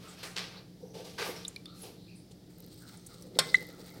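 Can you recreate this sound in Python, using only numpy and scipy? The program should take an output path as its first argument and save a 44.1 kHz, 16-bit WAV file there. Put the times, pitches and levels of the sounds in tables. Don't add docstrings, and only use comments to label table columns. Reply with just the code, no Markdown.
import sys
import numpy as np
from scipy import signal
from scipy.fft import rfft, irfft
from scipy.io import wavfile

SR = 44100
rng = np.random.default_rng(int(sys.argv[2]) if len(sys.argv) > 2 else 0)


def dump(signal):
    limited = np.clip(np.atleast_2d(signal).T, -1, 1)
    pcm = np.round(limited * 32767).astype(np.int16)
    wavfile.write(sys.argv[1], SR, pcm)


N = 176400
TIME = np.arange(N) / SR


def amp(db):
    return 10 ** (np.asarray(db) / 20)


def unit(x):
    return x / np.sqrt(np.mean(x ** 2) + 1e-20)


def add(mix, start, sound):
    part = mix[max(round(start * SR), 0):][:len(sound)]
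    part += sound[:len(part)]


def colour(x, points):
    hz, db = np.transpose(points)
    f = np.fft.rfftfreq(len(x), 1 / SR)
    gain = amp(np.interp(np.log(f + 1), np.log(hz), db))
    return unit(irfft(rfft(x) * gain, len(x)))


def band(x, lo, hi, order=6):
    f = np.fft.rfftfreq(len(x), 1 / SR) + 1
    return unit(irfft(rfft(x) / (1 + (lo / f) ** order) / (1 + (f / hi) ** (2 * order)), len(x)))


def grains(per_s, spread_db):
    size = amp(spread_db * np.minimum(rng.exponential(1, N), 4))
    return size * rng.choice([-1, 1], N) * (rng.random(N) < per_s / SR)


def burst(bands, rise_s, lowest_hz, size=16384):
    t, out, lo = np.arange(size) / SR, 0, lowest_hz
    for hi, db, t60 in bands:
        flattened = np.sign(band(rng.standard_normal(size), lo, hi))
        out += band(flattened, lo, hi) * amp(db - 60 * t / t60)
        lo = hi
    return out * (1 - np.exp(-t / rise_s))


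def impacts(events, bands, rise_s, lowest_hz):
    out = np.zeros(N)
    for start, db in events:
        add(out, start, amp(db) * burst(bands, rise_s, lowest_hz))
    return out


# f/Hz, relative level/dB
AIR_SPECTRUM = [(15, -64), (25, -17), (64, -8.5), (92, -7), (123, -1), (149, -5), (180, 4.5), (206, -7),
                (335, -7.5), (363, -10), (863, -26), (988, -33), (2220, -32.5), (2480, -36), (3520, -29.5),
                (4870, -27), (6380, -35.5), (9070, -37.5), (16000, -40)]
# f/Hz, level/dB
HUM_TONES = [(119, -66), (179, -61.5), (300.5, -67)]
def kitchen(air_db=-53.5, waver=0.41, waver_hz=7):
    out = amp(air_db) * colour(rng.standard_normal(N), AIR_SPECTRUM)
    for hz, db in HUM_TONES:
        sway, drift = (waver * band(rng.standard_normal(N), 0.68, waver_hz) for _ in range(2))
        out += amp(db) * np.sqrt(2) * (1 + sway) * np.sin(2 * np.pi * hz * TIME + drift)
    return out


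# f/Hz, bandwidth/Hz, gain/dB
AIR_MODES = [(432, 150, 11.5), (790, 26, 4), (1183, 106, 8), (1536, 80, 5), (1990, 70, 0.5), (2620, 150, 2)]
def in_pot(x):
    f = np.fft.rfftfreq(len(x), 1 / SR)
    lift_db = sum(db / (1 + (2 * (f - hz) / width) ** 2) for hz, width, db in AIR_MODES)
    return irfft(rfft(x) * amp(lift_db), len(x))


STROKE_EDGES = [330, 900, 2700, 5700, 10000, 15000]
def strokes(events, per_s, spread_db):
    clicks, out = in_pot(grains(per_s, spread_db)), np.zeros(N)
    bands = np.array([band(clicks, lo, hi) for lo, hi in zip(STROKE_EDGES, STROKE_EDGES[1:])])
    for start, rise, hold, t60, *levels in events:
        t = TIME - start
        envelope = np.clip(t / rise, 0, 1) * amp(-60 * np.maximum(t - rise - hold, 0) / t60)
        out += envelope * (amp(levels) @ bands)
    return out


# t/s, rise/s, hold/s, T60/s, then level/dB in each stroke band
PEEL_RUBS = [(-0.03, 0.07, 0.1, 0.26, -61, -63.5, -59, -69.5, -69.5),
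             (0.165, 0.029, 0.053, 0.14, -60.5, -61.5, -55, -75, -69),
             (0.228, 0.004, 0.014, 0.49, -54.5, -49.5, -52.5, -54, -61),
             (0.361, 0.0015, 0.044, 0.43, -52, -50, -43, -62.5, -64),
             (0.48, 0.079, 0.017, 0.29, -60, -61.5, -65, -90, -78),
             (0.80, 0.013, 0.061, 0.5, -59.5, -112, -93, -85, -78),
             (0.935, 0.015, 0.062, 0.24, -51, -64.5, -55.5, -67, -68),
             (1.042, 0.0078, 0.024, 1, -55.5, -65.5, -55.5, -65.5, -66.5),
             (2.305, 0.011, 0.0074, 0.038, -62, -76, -88, -63.5, -81)]
def rubbing():
    return strokes(PEEL_RUBS, per_s=9000, spread_db=0)


# t/s, length/s, starting f/Hz, glide/(octaves/s), width/Hz, level/dB
WET_SQUELCHES = [(0.037, 0.14, 1260, 1, 252, -56.5), (0.079, 0.082, 7900, 0, 2200, -57),
                 (0.566, 0.053, 4150, 1, 710, -52.5), (0.794, 0.52, 5600, 0.5, 700, -68.5),
                 (.82, .1, 482, -1.5, 70, -53), (.945, 0.11, 485, -1.5, 110, -49.5),
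                 (.82, 0.12, 470, 0.5, 68.5, -55), (.945, 0.055, 490, 8, 110, -52),
                 (1.35, 0.1, 5400, 1, 402, -52.5), (1.653, 0.22, 1250, 0.5, 162, -63.5),
                 (1.665, 0.19, 3900, 1, 920, -58.5), (1.816, 0.032, 10870, 0, 900, -48),
                 (1.962, 0.38, 3800, 1.4, 910, -64.5), (2.07, .16, 2570, -0.5, 298, -65),
                 (2.15, 0.093, 9000, 0.5, 1600, -63), (2.662, 0.6, 4300, 1.3, 1200, -67),
                 (2.803, 0.17, 1510, -1, 336, -62.5), (3.08, 0.21, 1330, -1, 200, -64),
                 (3.118, 0.041, 4700, 2, 1000, -64), (3.487, 0.032, 4560, -5.5, 926, -42.5),
                 (3.71, 0.12, 1380, -1.5, 140.4, -63.5), (3.903, .07, 2060, 0.5, 159, -64)]
def squelches(peak_at=0.21, size=32768):
    out, t, f = np.zeros(N), np.arange(size) / SR, np.fft.fftfreq(size, 1 / SR)
    for start, length, hz, glide, width, db in WET_SQUELCHES:
        carrier = np.exp(2j * np.pi * np.cumsum(hz * 2 ** (glide * t)) / SR)
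        clicks = grains(per_s=7000, spread_db=2.5)[:size]
        ring = carrier * np.fft.ifft(np.fft.fft(clicks / carrier) / (1 + (f / width) ** 2) ** 2)
        age = t / (peak_at * length)
        add(out, start, amp(db) * age * np.exp(1 - age) * unit(ring.real))
    return out


# t/s, gain/dB
PEEL_SNAPS = [(.3655, 6.5), (.3755, 5.5), (.383, 6.5), (.392, 3)]
# upper f/Hz, level/dB, T60/s
SNAP_BANDS = [(1080, -68, 0.029), (2480, -41, 0.015), (5650, -30, 0.0078), (9700, -48.5, 0.026)]
def snaps():
    return impacts(PEEL_SNAPS, SNAP_BANDS, rise_s=0.00016, lowest_hz=400)


# t/s, final f/Hz, peak level/dB, swell/s
AIR_BUBBLES = [(0.967, 470, -37, 0.0032), (1.217, 434, -34.5, 0.0062), (1.292, 448, -30.5, 0.003),
               (1.4504, 3960, -32, 0.0019), (1.4545, 3660, -37.5, 0.0019), (1.4806, 7380, -31, 0.0014),
               (1.5618, 2360, -39, 0.0033), (1.6577, 3580, -41.5, 0.0034), (3.5433, 2029, -8.5, 0.0034),
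               (3.554, 4080, -28.5, 0.0016)]
def bubbles(shape=1.6, sag=0.27, settle_s=0.0007):
    out, t = np.zeros(N), np.arange(SR // 10) / SR
    for start, hz, db, swell in AIR_BUBBLES:
        cycles = np.cumsum(hz * (1 - sag * np.exp(-t / settle_s))) / SR
        envelope = (t / swell * np.exp(1 - t / swell)) ** shape
        add(out, start, amp(db) * envelope * np.sin(2 * np.pi * cycles))
    return out


# f/Hz, T60/s, gain/dB
WALL_MODES = [(2100, 0.39, -13), (2320, .3, -8.5)]
def wall_ring(x):
    out = np.zeros(N)
    for hz, t60, db in WALL_MODES:
        quality = hz * t60 * np.pi / np.log(1000)
        out += amp(db) * signal.lfilter(*signal.iirpeak(hz, quality, fs=SR), x)
    return out


# t/s, rise/s, hold/s, T60/s, then level/dB in each stroke band
JUICE_SQUIRTS = [(1.178, 0.0083, 0.046, 0.43, -44, -41.5, -42, -55, -57),
                 (1.235, 0.036, 0.023, 0.26, -46.5, -64, -62, -64, -54),
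                 (1.345, 0.018, 0.024, 1, -63, -65.5, -59.5, -69, -73),
                 (1.73, 0.084, 0.0092, 0.27, -65, -71, -62.5, -63, -61.5),
                 (1.828, 0.0089, 0.02, 0.5, -52, -67, -57.5, -70, -64)]
def squirts():
    return strokes(JUICE_SQUIRTS, per_s=7000, spread_db=1)


# t/s, gain/dB
JUICE_DROPS = [(1.4502, -0.5), (1.562, -0.5), (1.657, -4.5)]
# upper f/Hz, level/dB, T60/s
DROP_BANDS = [(3030, -48.5, 0.007), (5260, -37.5, 0.011), (13800, -47.5, .011)]
def drops():
    return sum(impacts(JUICE_DROPS, DROP_BANDS, rise_s=0.0001, lowest_hz=hz) for hz in (1520, 1480))


# t/s, centre f/Hz, level/dB
WET_SPLATS = [(1.4794, 8600, -37), (1.4808, 9000, -37.5), (2.312, 3400, -56.5), (2.317, 4530, -54.5),
              (2.972, 8200, -49.5), (3.064, 8150, -42), (3.068, 8300, -43.5), (3.066, 13100, -51),
              (3.21, 11400, -60), (3.2225, 5300, -51), (3.223, 9600, -48.5), (3.353, 4000, -47.5),
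              (3.5431, 1530, -31), (3.5432, 3380, -28), (3.5422, 7900, -38.5), (3.5527, 7000, -39),
              (3.567, 4400, -40.5)]
def splats(rise_s=0.0003, t60=0.03, span=1.24, size=4096):
    out, t = np.zeros(N), np.arange(size) / SR
    for start, hz, db in WET_SPLATS:
        noise = band(rng.standard_normal(size), hz / span, hz * span, order=8)
        add(out, start, noise * amp(db - 60 * t / t60) * (1 - np.exp(-t / rise_s)))
    return out


# t/s, then level/dB of slosh, scrape, swish and fizz
STIR_LEVELS = [(2.5, -85, -72, -82, -68), (2.62, -63, -75, -65, -74.5), (2.78, -74, -75, -66.5, -62),
               (2.95, -77, -63, -62.5, -67), (3.03, -80, -75, -67.5, -69.5), (3.12, -59, -62, -58.5, -62.5),
               (3.21, -61.5, -72, -63.5, -65), (3.3, -55.5, -76, -71, -74),
               (3.38, -50.5, -60.5, -66.5, -78.5), (3.482, -50.5, -56, -48.5, -57.5),
               (3.599, -53.5, -61, -56.5, -58.5), (3.72, -60, -64.5, -63, -79),
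               (3.821, -56, -63, -63.5, -69), (3.89, -60.5, -58, -57, -61), (4.0, -59, -64.5, -65, -77)]
# f/Hz, relative level/dB
SLOSH_SPECTRUM = [(40, -48), (100, -18.5), (280, -7.5), (470, -2), (700, -17), (1100, -34), (3000, -58)]
SCRAPE_SPECTRUM = [(500, -9.5), (850, 0.5), (1050, -15), (1300, 0), (1600, -11), (2100, -4), (2600, -18),
                   (3500, -19.5)]
SWISH_SPECTRUM = [(1800, -19), (3000, -8.5), (4200, 2.5), (5200, -3), (6300, -9), (12000, -21)]
FIZZ_SPECTRUM = [(3000, -22), (6200, -9), (8500, 6.5), (10500, -11), (16000, -1.5)]
def stirring(churn_db=2, churn_hz=25):
    times, *levels = np.transpose(STIR_LEVELS)
    swish = colour(grains(per_s=1100, spread_db=3), SWISH_SPECTRUM)
    slosh = colour(band(grains(per_s=770, spread_db=1), 130, 3000), SLOSH_SPECTRUM)
    scrape = colour(grains(per_s=2300, spread_db=0), SCRAPE_SPECTRUM)
    fizz = colour(grains(per_s=900, spread_db=3), FIZZ_SPECTRUM)
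    churn = churn_db * band(rng.standard_normal(N), 2, churn_hz)
    return sum(layer * amp(np.interp(TIME, times, db, left=-120) + churn)
               for layer, db in zip([slosh, scrape, swish, fizz], levels))


# start t/s, end t/s, nominal gain/dB
TICK_TRAINS = [(2.584, 2.69, -48), (2.742, 2.84, -54), (2.905, 2.92, -56), (3.608, 3.755, -52),
               (3.844, 3.955, -54)]
# upper f/Hz, level/dB, T60/s
TICK_BANDS = [(10600, -3, .003), (16000, 3.5, 0.0074)]
def ticks(period_s=0.02):
    out = np.zeros(N)
    for start, end, db in TICK_TRAINS:
        for beat in np.arange(start, end, period_s):
            gain = amp(db + rng.uniform(-12, 4))
            add(out, beat, gain * burst(TICK_BANDS, rise_s=0.0001, lowest_hz=5500, size=512))
    return out


# upper f/Hz, level/dB, T60/s
KNOCK_BANDS = [(334, -41, .11), (780, -33.5, 0.09), (2700, -30.5, 0.18), (5800, -17, 0.055),
               (10100, -17, 0.039), (15600, -25.5, 0.028)]
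# f/Hz, level/dB, T60/s
POT_MODES = [(160, -39.5, 0.56), (418, -45, 0.35), (685, -41.5, 0.12), (1070, -36.5, 0.2),
             (1490, -30.5, 0.067), (1660, -44, 0.14), (2054, -36.5, 0.36), (2220, -42.5, .11),
             (3255, -28, 0.078), (3630, -19, 0.059), (4330, -22, 0.071), (5340, -20.5, 0.054),
             (9050, -33, 0.077)]
def knock(start=3.388, thud_hz=598, thud_db=-15, swell_s=0.00086):
    out, t = np.zeros(N), np.arange(SR // 2) / SR
    crack = burst(KNOCK_BANDS, rise_s=0.0015, lowest_hz=130)
    thud = amp(thud_db) * t / swell_s * np.exp(1 - t / swell_s) * np.sin(2 * np.pi * thud_hz * t)
    ring = sum(amp(db - 60 * t / t60) * np.sin(2 * np.pi * hz * t) * rng.choice([-1, 1])
               for hz, db, t60 in POT_MODES)
    for part in (crack, thud, ring):
        add(out, start, part)
    return out * np.clip((TIME - start) / 0.00064, 0, 1)


# f/Hz, T60/s
ROOM_DECAY = [(200, 1), (700, 0.47), (2000, 0.44), (4500, 0.38), (9000, 0.37), (16000, 0.18)]
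def room(x, build_s=0.0028):
    hz, t, spectra = signal.stft(rng.standard_normal(SR), SR, nperseg=256)
    t60 = np.interp(hz, *np.transpose(ROOM_DECAY))[:, None]
    tail = signal.istft(spectra * amp(-60 * t / t60) * np.minimum(t / build_s, 1), SR)[1]
    return signal.fftconvolve(x, tail / np.linalg.norm(tail))[:N]


# f/Hz, relative level/dB
SIDE_SPECTRUM = [(40, -1), (2400, -13.5), (5000, -4.5), (16000, -6)]
def stereo_side(sharp, hiss_db=-80.5, treble_db=-7, above_hz=8500):
    f = np.fft.rfftfreq(N, 1 / SR) + 1
    hiss = colour(rng.standard_normal(N), SIDE_SPECTRUM)
    treble = irfft(1j * rfft(sharp) / (1 + (above_hz / f) ** 10), N)
    return amp(hiss_db) * hiss + amp(treble_db) * treble


def scene():
    lime = rubbing() + squirts() + snaps() + squelches()
    plinks = bubbles() + splats() + drops()
    blow, stir, ticking = knock(), stirring(), ticks()
    reverb = room(amp(-11.5) * (lime + stir) + amp(-20.5) * plinks + amp(-16.5) * blow)
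    mid = kitchen() + lime + plinks + wall_ring(plinks) + stir + ticking + blow + reverb
    side = stereo_side(plinks + blow + ticking)
    return np.array([mid + side, mid - side])


def record(dry):
    lowpass = signal.firwin(511, 16200, window=("kaiser", 9), fs=SR)
    return signal.oaconvolve(dry, lowpass[None], "same")


dry = scene()
out = record(dry)
dump(out)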